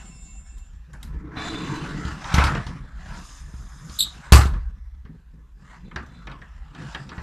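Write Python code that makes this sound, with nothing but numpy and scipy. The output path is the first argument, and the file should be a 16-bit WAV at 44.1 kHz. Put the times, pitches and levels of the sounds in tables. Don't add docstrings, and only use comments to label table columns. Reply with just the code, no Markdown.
import sys
import numpy as np
from scipy import signal
from scipy.fft import rfft, irfft, next_fast_len
from scipy.io import wavfile

SR = 44100
rng = np.random.default_rng(int(sys.argv[2]) if len(sys.argv) > 2 else 0)


def makeup_ratio(level_db):
    decades = np.asarray(level_db, float) / 20
    return 10 ** decades


def file_out(sig):
    cols = np.atleast_2d(sig).T
    lim = np.clip(cols, -1, 1)
    pcm = np.round(lim * 32767).astype(np.int16)
    wavfile.write(sys.argv[1], SR, pcm)


N = 318402

# pitch_hz, tremble_hz, level_db (relative)
RINGING_PARTIALS = [(673, 15, -17), (775, 15, -16), (1023, 20, -17), (2186, 15, -13), (2692, 14, -8),
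                    (3600, 40, -19), (5071, 40, -21), (5394, 25, -14), (6907, 120, -8), (7267, 40, 0),
                    (7434, 80, -11), (8000, 25, -9), (8172, 25, -14), (8672, 30, -22), (9259, 20, -18),
                    (11170, 30, -29), (13100, 30, -31)]
# start_s, level_db
RINGING_LEVEL = [(0, -55), (.08, -54.5), (.35, -58.5), (.6, -63), (.75, -80), (.95, -100)]
# start_s, level_db
SHELL_RUMBLE = [(0.0, -40), (.8, -40.5), (1.15, -35), (1.93, -45), (2.57, -31.5), (2.87, -38),
                (4.22, -42.5), (4.5, -25.5), (5.19, -46.5), (5.67, -49), (6.15, -39), (6.71, -48.5),
                (7.22, -43.5)]
# (per Hz, relative)
RUMBLE_COLOUR = [(11, -35), (18, 4.5), (59, 8), (70, 2), (86, -17), (110, -17), (140, -40), (240, -120)]
# start_s, level_db
FRICTION = [(0, -50.5), (.12, -63), (.88, -68), (.97, -59.5), (1.27, -53.5), (1.345, -44), (1.375, -36.5),
            (1.87, -38.5), (2.0, -43), (2.08, -37), (2.19, -43.5), (2.27, -35.5), (2.42, -22.5),
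            (2.55, -33.5), (2.76, -50.5), (2.95, -57), (3.15, -41), (3.24, -52), (3.44, -57), (4.15, -52),
            (4.28, -46), (4.55, -52.5), (4.75, -67), (5.55, -70.5), (5.74, -47), (5.82, -62.5), (6.1, -57),
            (6.72, -59), (6.8, -46), (6.92, -45.5), (7.05, -56), (7.22, -49)]
# start_s, level_db (about which it drifts)
ROLLERS = [(0, -46), (.14, -51.5), (.75, -59), (1.12, -45.5), (1.87, -37), (2.2, -43), (2.52, -30.5),
           (2.95, -51), (3.15, -41.5), (3.26, -52.5), (4.3, -48), (4.55, -41), (4.75, -62.5), (5.02, -65),
           (5.08, -40), (5.2, -57), (5.55, -62.5), (5.74, -48), (6.1, -45), (6.7, -58.5), (6.8, -36),
           (6.95, -45), (7.22, -42)]
# start_s, level_db
GRIT_BRIGHTNESS = [(0, 4), (1.0, 0.5), (1.3, -10.5), (1.42, 3.5), (2.2, 3), (2.42, 1), (2.9, -4),
                   (3.2, 3.5), (3.45, -2), (3.8, -10), (4.15, 3.5), (4.32, -2.5), (6.6, -2.5), (7.05, 5),
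                   (7.22, -1)]
# (per Hz, relative within rollers, panel and grit)
SCRAPE_COLOUR = [(90, -5.5), (150, 10.5), (240, -3.5), (400, -15.5), (605, -14.5), (900, -9), (1400, -6.5),
                 (1900, -9.5), (2500, -21.5), (4300, -30), (7000, -31), (9500, -43), (13500, -57.5),
                 (15000, -70.5)]
# pitch_hz, level_db (halved in use), t60_s (scraped; shorter after a blow)
PANEL = [(1040, -9, 0.11), (1150, -5.5, 0.22), (1330, -8, 0.42), (1735, 1, 0.43), (2020, -5, 0.12),
         (2440, -24, 0.11)]
# start_s, panel_db, treble_db, thump_db
# (all before trims), clack_hz
BLOWS = [(0.936, -38, -93, -51, 1590), (1.145, -75, -83, -40, 418), (1.369, -28, -54, -34, 2370),
         (2.051, -38, -44, -25, 1800), (2.243, -28.5, -47, -51, 900), (2.341, -16.5, -24.5, -15.5, 1250),
         (2.382, -11, -33, -12.5, 1150), (2.439, -22, -27.5, -22.5, 990), (2.466, -28.5, -41, -28, 1520),
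         (2.55, -23, -41.5, -31.5, 1050), (2.666, -31.5, -42, -31.5, 1210), (3.539, -51, -66, -34.5, 1250),
         (3.896, -39.5, -46, -35.5, 920), (4.322, 1.5, -10.5, -0.5, 1330), (4.409, -25, -34.5, -28, 1480),
         (4.455, -43, -43, -18.5, 1200), (4.535, -36.5, -58, -30, 1090), (5.051, -43.5, -66, -42, 411),
         (5.913, -36.5, -69.5, -66, 1190), (5.96, -24, -40.5, -32.5, 1410), (6.271, -28.5, -50, -49, 1240),
         (6.298, -43.5, -61, -53, 1220), (6.316, -42, -57.5, -62, 2680), (6.416, -37.5, -63.5, -53, 1660),
         (6.749, -38, -55, -57, 1460), (6.948, -23.5, -44, -44, 1690), (7.092, -36.5, -47.5, -44, 2360),
         (7.116, -31, -80, -42, 1090), (7.179, -30.5, -55.5, -33, 1600)]
# start_s, treble_db (before trims),
# clack_hz
TICKS = [(0.582, -66, 7000), (0.932, -64.5, 7300), (1.029, -50, 1590), (6.027, -79, 6400),
         (6.062, -71.5, 6400)]
# pitch_hz, level_db (per Hz)
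BLOW_COLOUR = [(200, 3), (400, -2.5), (550, -5.5), (1000, 0), (1800, -2), (2400, -4), (4500, -4),
               (10000, -3), (13800, -11.5), (15000, -28.5)]
# pitch_hz, t60_s
RATTLE_T60 = [(200, 0.23), (1000, 0.33), (3000, 0.21), (12000, 0.24)]
# pitch_hz, level_db (about the treble, before trims), t60_s
FRAME = [(3210, 1.5, 0.033), (3770, 2.5, 0.028), (5670, -3.5, 0.031), (6400, -11.5, 0.025)]
# pitch_hz, level_db (about the thump, before trims), t60_s
SHELL = [(42, -18, 0.28), (56, -12.5, 0.049), (67.5, 0.5, 0.3), (95.5, -15, 0.5), (109, -9, 0.37),
         (138.05, -14.5, 0.34), (167.2, -12.5, 0.18), (243.4, -19.5, 0.14)]
# start_s, level_db
ROLLING = [(1.1, -61), (1.25, -44), (1.55, -32.5), (1.9, -36.5), (2.1, -40.5), (2.3, -64), (2.4, -80)]
# pitch_hz, width_hz (of each pass), level_db (relative)
ROLLING_PEAKS = [(205, 360, -6.5), (307, 67, -3), (436, 76, -12.5)]
# start_s, level_db
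FRAME_SING = [(1.34, -102), (1.37, -44.5), (1.5, -42.5), (1.8, -54.5), (1.95, -71), (5.82, -94.5),
              (5.86, -67.5), (5.95, -77.5), (6.1, -72), (6.17, -65), (6.27, -75.5)]
# pitch_hz, width_hz (of each pass), level_db (relative)
FRAME_SING_PEAKS = [(2300, 200, -6), (3540, 170, -0.5), (4005, 200, -0.1), (4800, 260, -13),
                    (10900, 180, -27)]
# start_s, level_db
RUB_SING = [(2.95, -77), (3.05, -68.5), (3.26, -54), (3.4, -56.5), (3.45, -63.5), (3.85, -60), (3.97, -50),
            (4.3, -73.5)]
# pitch_hz, width_hz (of each pass), level_db (relative)
RUB_PEAKS = [(1200, 190, -5), (3593, 900, -5.5), (5100, 600, -3.5), (6660, 1600, 1), (8840, 1300, -8.5),
             (10900, 1600, -11)]
# start_s, slip_hz (before jitter), level_db
SQUEAK = [(3.984, 3800, -62.5), (3.991, 3850, -16.5), (3.997, 4200, -20.5), (4.002, 4070, -23.5),
          (4.007, 3840, -14), (4.018, 4136, -22.5), (4.035, 3875, -23.5), (4.045, 3896, -35.5),
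          (4.06, 3900, -59.5)]
# multiple, level_db (relative)
SQUEAK_OVERTONES = [(1, -0.5), (2, -5.5), (3, -11.5), (4, -22)]


def rms_one(x):
    return x / np.sqrt(np.mean(x ** 2) + 1e-20)


def in_time(rows, outside=None):
    s, *columns = np.transpose(rows)
    return [np.interp(np.arange(N) / SR, s, c, outside, outside) for c in columns]


def at_hz(points, hz):
    return np.interp(np.log(hz), np.log(np.array(points)[:, 0]), np.array(points)[:, 1])


def drift(rate_hz):
    r = np.exp(-80 * np.pi * rate_hz / SR)
    noise = rng.standard_normal(N // 40 + 2002)
    slow = signal.lfilter([1], [1, -2 * r, r * r], noise)[2000:]
    return np.interp(np.arange(N) / 40, np.arange(len(slow)), rms_one(slow))


def ring(clicks, hz, t60):
    r, w = makeup_ratio(-60 / (t60 * SR)), 2 * np.pi * hz / SR
    return signal.lfilter([0, np.sin(w)], [1, -2 * r * np.cos(w), r * r], clicks + 1e-18)


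def die(clicks, t60):
    return signal.lfilter([1], [1, -makeup_ratio(-60 / (t60 * SR))], clicks)


def bands(low_hz, high_hz, count):
    edges = np.geomspace(low_hz, high_hz, count + 1)
    white = rng.standard_normal((2, N + SR // 2))
    for k in range(count):
        sos = signal.butter(2, edges[k:k + 2], "band", fs=SR, output="sos")
        yield np.sqrt(edges[k] * edges[k + 1]), signal.sosfilt(sos, white[k % 2])[SR // 2:]


def ringing():
    out = np.zeros(N)
    for hz, width_hz, db in RINGING_PARTIALS:
        turns = 2 * np.pi * np.cumsum(hz + width_hz * drift(250)) / SR
        out += makeup_ratio(db + 2 + 4 * drift(14)) * np.sin(turns)
    return makeup_ratio(in_time(RINGING_LEVEL, -130)[0]) * out


def rumble(level_db, lumpy_db):
    noise = sum(makeup_ratio(at_hz(RUMBLE_COLOUR, hz)) * band for hz, band in bands(29, 110, count=9))
    return makeup_ratio(level_db) * rms_one(noise * makeup_ratio(lumpy_db * drift(2.7)))


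def scrape(roller_db, scrape_db, grit_db, patchy_db=3.0, gritty_db=1.5):
    parts, grain = np.zeros((3, N)), drift(55)
    for hz, band in bands(90, 14230, count=40):
        zone = int(hz > 520) + int(hz > 2400)
        parts[zone] += band * makeup_ratio(at_hz(SCRAPE_COLOUR, hz) + patchy_db * drift(5) + gritty_db * grain)
    rubbed = rms_one(parts[1])
    resonance = sum(makeup_ratio(db / 2) * ring(rubbed, hz, t60) for hz, db, t60 in PANEL)
    parts[1] = rubbed + 0.29 * rms_one(resonance)
    return sum(makeup_ratio(db) * rms_one(part) for db, part in zip((roller_db, scrape_db, grit_db), parts))


def blows():
    rows = []
    for s, panel, treble, thump, hz in BLOWS:
        top = -57.5 + 1.67 * (treble + 40) - 0.95 * max(panel - thump, 0)
        rows.append((s, panel, treble, top, thump, hz))
    rows += [(s, treble + 6, treble, treble + 4.5, treble - 15, hz) for s, treble, hz in TICKS]
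    s, panel_db, treble_db, top_db, thump_db, clack_hz = np.transpose(sorted(rows))
    light_db = np.maximum(panel_db - thump_db, 0)
    at, out = (s * SR).astype(int), np.zeros(N)

    def train(db):
        clicks = np.zeros(N)
        clicks[at] = makeup_ratio(db)
        return clicks

    def luck(spread_db):
        return rng.normal(0, spread_db, len(at))

    for hz, band in bands(200, 14550, count=32):
        shares = [at_hz(list(zip((2000, 4500, 10000), row)), hz) for row in np.eye(3)]
        db = np.dot(shares, [panel_db - 2.0, treble_db + 7.5, top_db - 1.0])
        db += at_hz(BLOW_COLOUR, hz) + luck(2.8)
        db += 8 * np.exp(-(np.log(hz / clack_hz) / 0.14) ** 2)
        rattle = die(train(db), at_hz(RATTLE_T60, hz)) * makeup_ratio(2.0 * drift(36))
        crack = die(train(db + 3.5 + 0.2282 * light_db), t60=0.025)
        build = np.exp(-hz / 3.7 / SR)
        out += band * signal.lfilter([1 - build], [1, -build], rattle + crack)

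    panel = sum(ring(train(panel_db + db / 2 - 24.0 + luck(5)), hz, t60 * 0.66) for hz, db, t60 in PANEL)
    out += signal.sosfilt(signal.butter(2, 2600, fs=SR, output="sos"), panel)

    frame_db = treble_db - 4.5 + 0.79 * np.minimum(light_db, 12)
    out += sum(ring(train(frame_db + db + luck(3)), hz, t60) for hz, db, t60 in FRAME)

    push = np.zeros(N)
    for hz, db, t60 in SHELL:
        swing = ring(train(thump_db + db + 3.0 + luck(1.1)), hz, t60)
        push += np.gradient(swing) * SR / (2 * np.pi * hz)
    return out - signal.sosfilt(signal.butter(2, 190, fs=SR, output="sos"), push)


def sing(level, peaks):
    out = np.zeros(N)
    for hz, width_hz, db in peaks:
        t60 = np.log(1000) / np.pi / width_hz
        once = ring(rng.standard_normal(N), hz, t60)
        out += makeup_ratio(db + 1.9 * drift(23)) * rms_one(ring(once, hz, t60))
    return makeup_ratio(in_time(level, -130)[0]) * out


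def squeak(jitter, rough_db, rasp):
    hz, level_db = in_time(SQUEAK)
    turns = 2 * np.pi * np.cumsum(hz * (1 + jitter * drift(300))) / SR
    tone = sum(makeup_ratio(db + rough_db * drift(170)) * np.sin(k * turns) for k, db in SQUEAK_OVERTONES)
    low_pass = signal.butter(4, 650, fs=SR, output="sos")
    uneven = rms_one(signal.sosfilt(low_pass, rng.standard_normal(N)))
    return tone * (1 + rasp * uneven) * makeup_ratio(level_db) * (level_db > -59)


def cabin(x, t60_s=0.49, wall_cut_hz=4900):
    size = next_fast_len(N + SR)
    turn = np.exp(-2j * np.pi * np.arange(size // 2 + 1) / size)
    dull, walls = np.exp(-2 * np.pi * wall_cut_hz / SR), 0
    for k, lag in enumerate((rng.uniform(.005, .02, 10) * SR).astype(int)):
        loop = makeup_ratio(-60 * lag / SR / t60_s) * (1 - dull) / (1 - dull * turn) * turn ** lag
        walls = walls + (-1) ** k * loop / (1 - loop)
    return irfft(rfft(x, size) * walls, size)[:N]


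def scene():
    scrape_db, = in_time(FRICTION)
    roller_db = in_time(ROLLERS)[0] + 4 * drift(11.0)
    grit_db = -58.5 + 0.8 * (scrape_db + 50) + in_time(GRIT_BRIGHTNESS)[0]
    slip = squeak(jitter=.042, rough_db=2.0, rasp=.52)
    door = blows() + scrape(roller_db, scrape_db, grit_db) + slip + makeup_ratio(-15.5) * cabin(slip)
    door += sing(FRAME_SING, FRAME_SING_PEAKS) + sing(RUB_SING, RUB_PEAKS) + sing(ROLLING, ROLLING_PEAKS)
    both = door + ringing() + rumble(in_time(SHELL_RUMBLE)[0], lumpy_db=3.5)
    both += makeup_ratio(-80.0) * rng.standard_normal(N)
    return np.array([both, both])


def top_cut(x):
    return signal.sosfilt(signal.butter(12, 15590, fs=SR, output="sos"), x)


def record(dry):
    cut = signal.sosfilt(signal.cheby2(12, 60, 15300, fs=SR, output="sos"), dry)
    full = cut / (1 + np.abs(cut / .99) ** 6) ** (1 / 6)
    high = signal.butter(6, 4600, "high", fs=SR, output="sos")
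    flipped = signal.sosfilt(high, full[0]) * np.sign(drift(300))
    side = makeup_ratio(-11) * signal.sosfilt(high, flipped)
    mix = full + side * [[1], [-1]]
    return top_cut(mix)


dry = scene()
out = record(dry)
file_out(out)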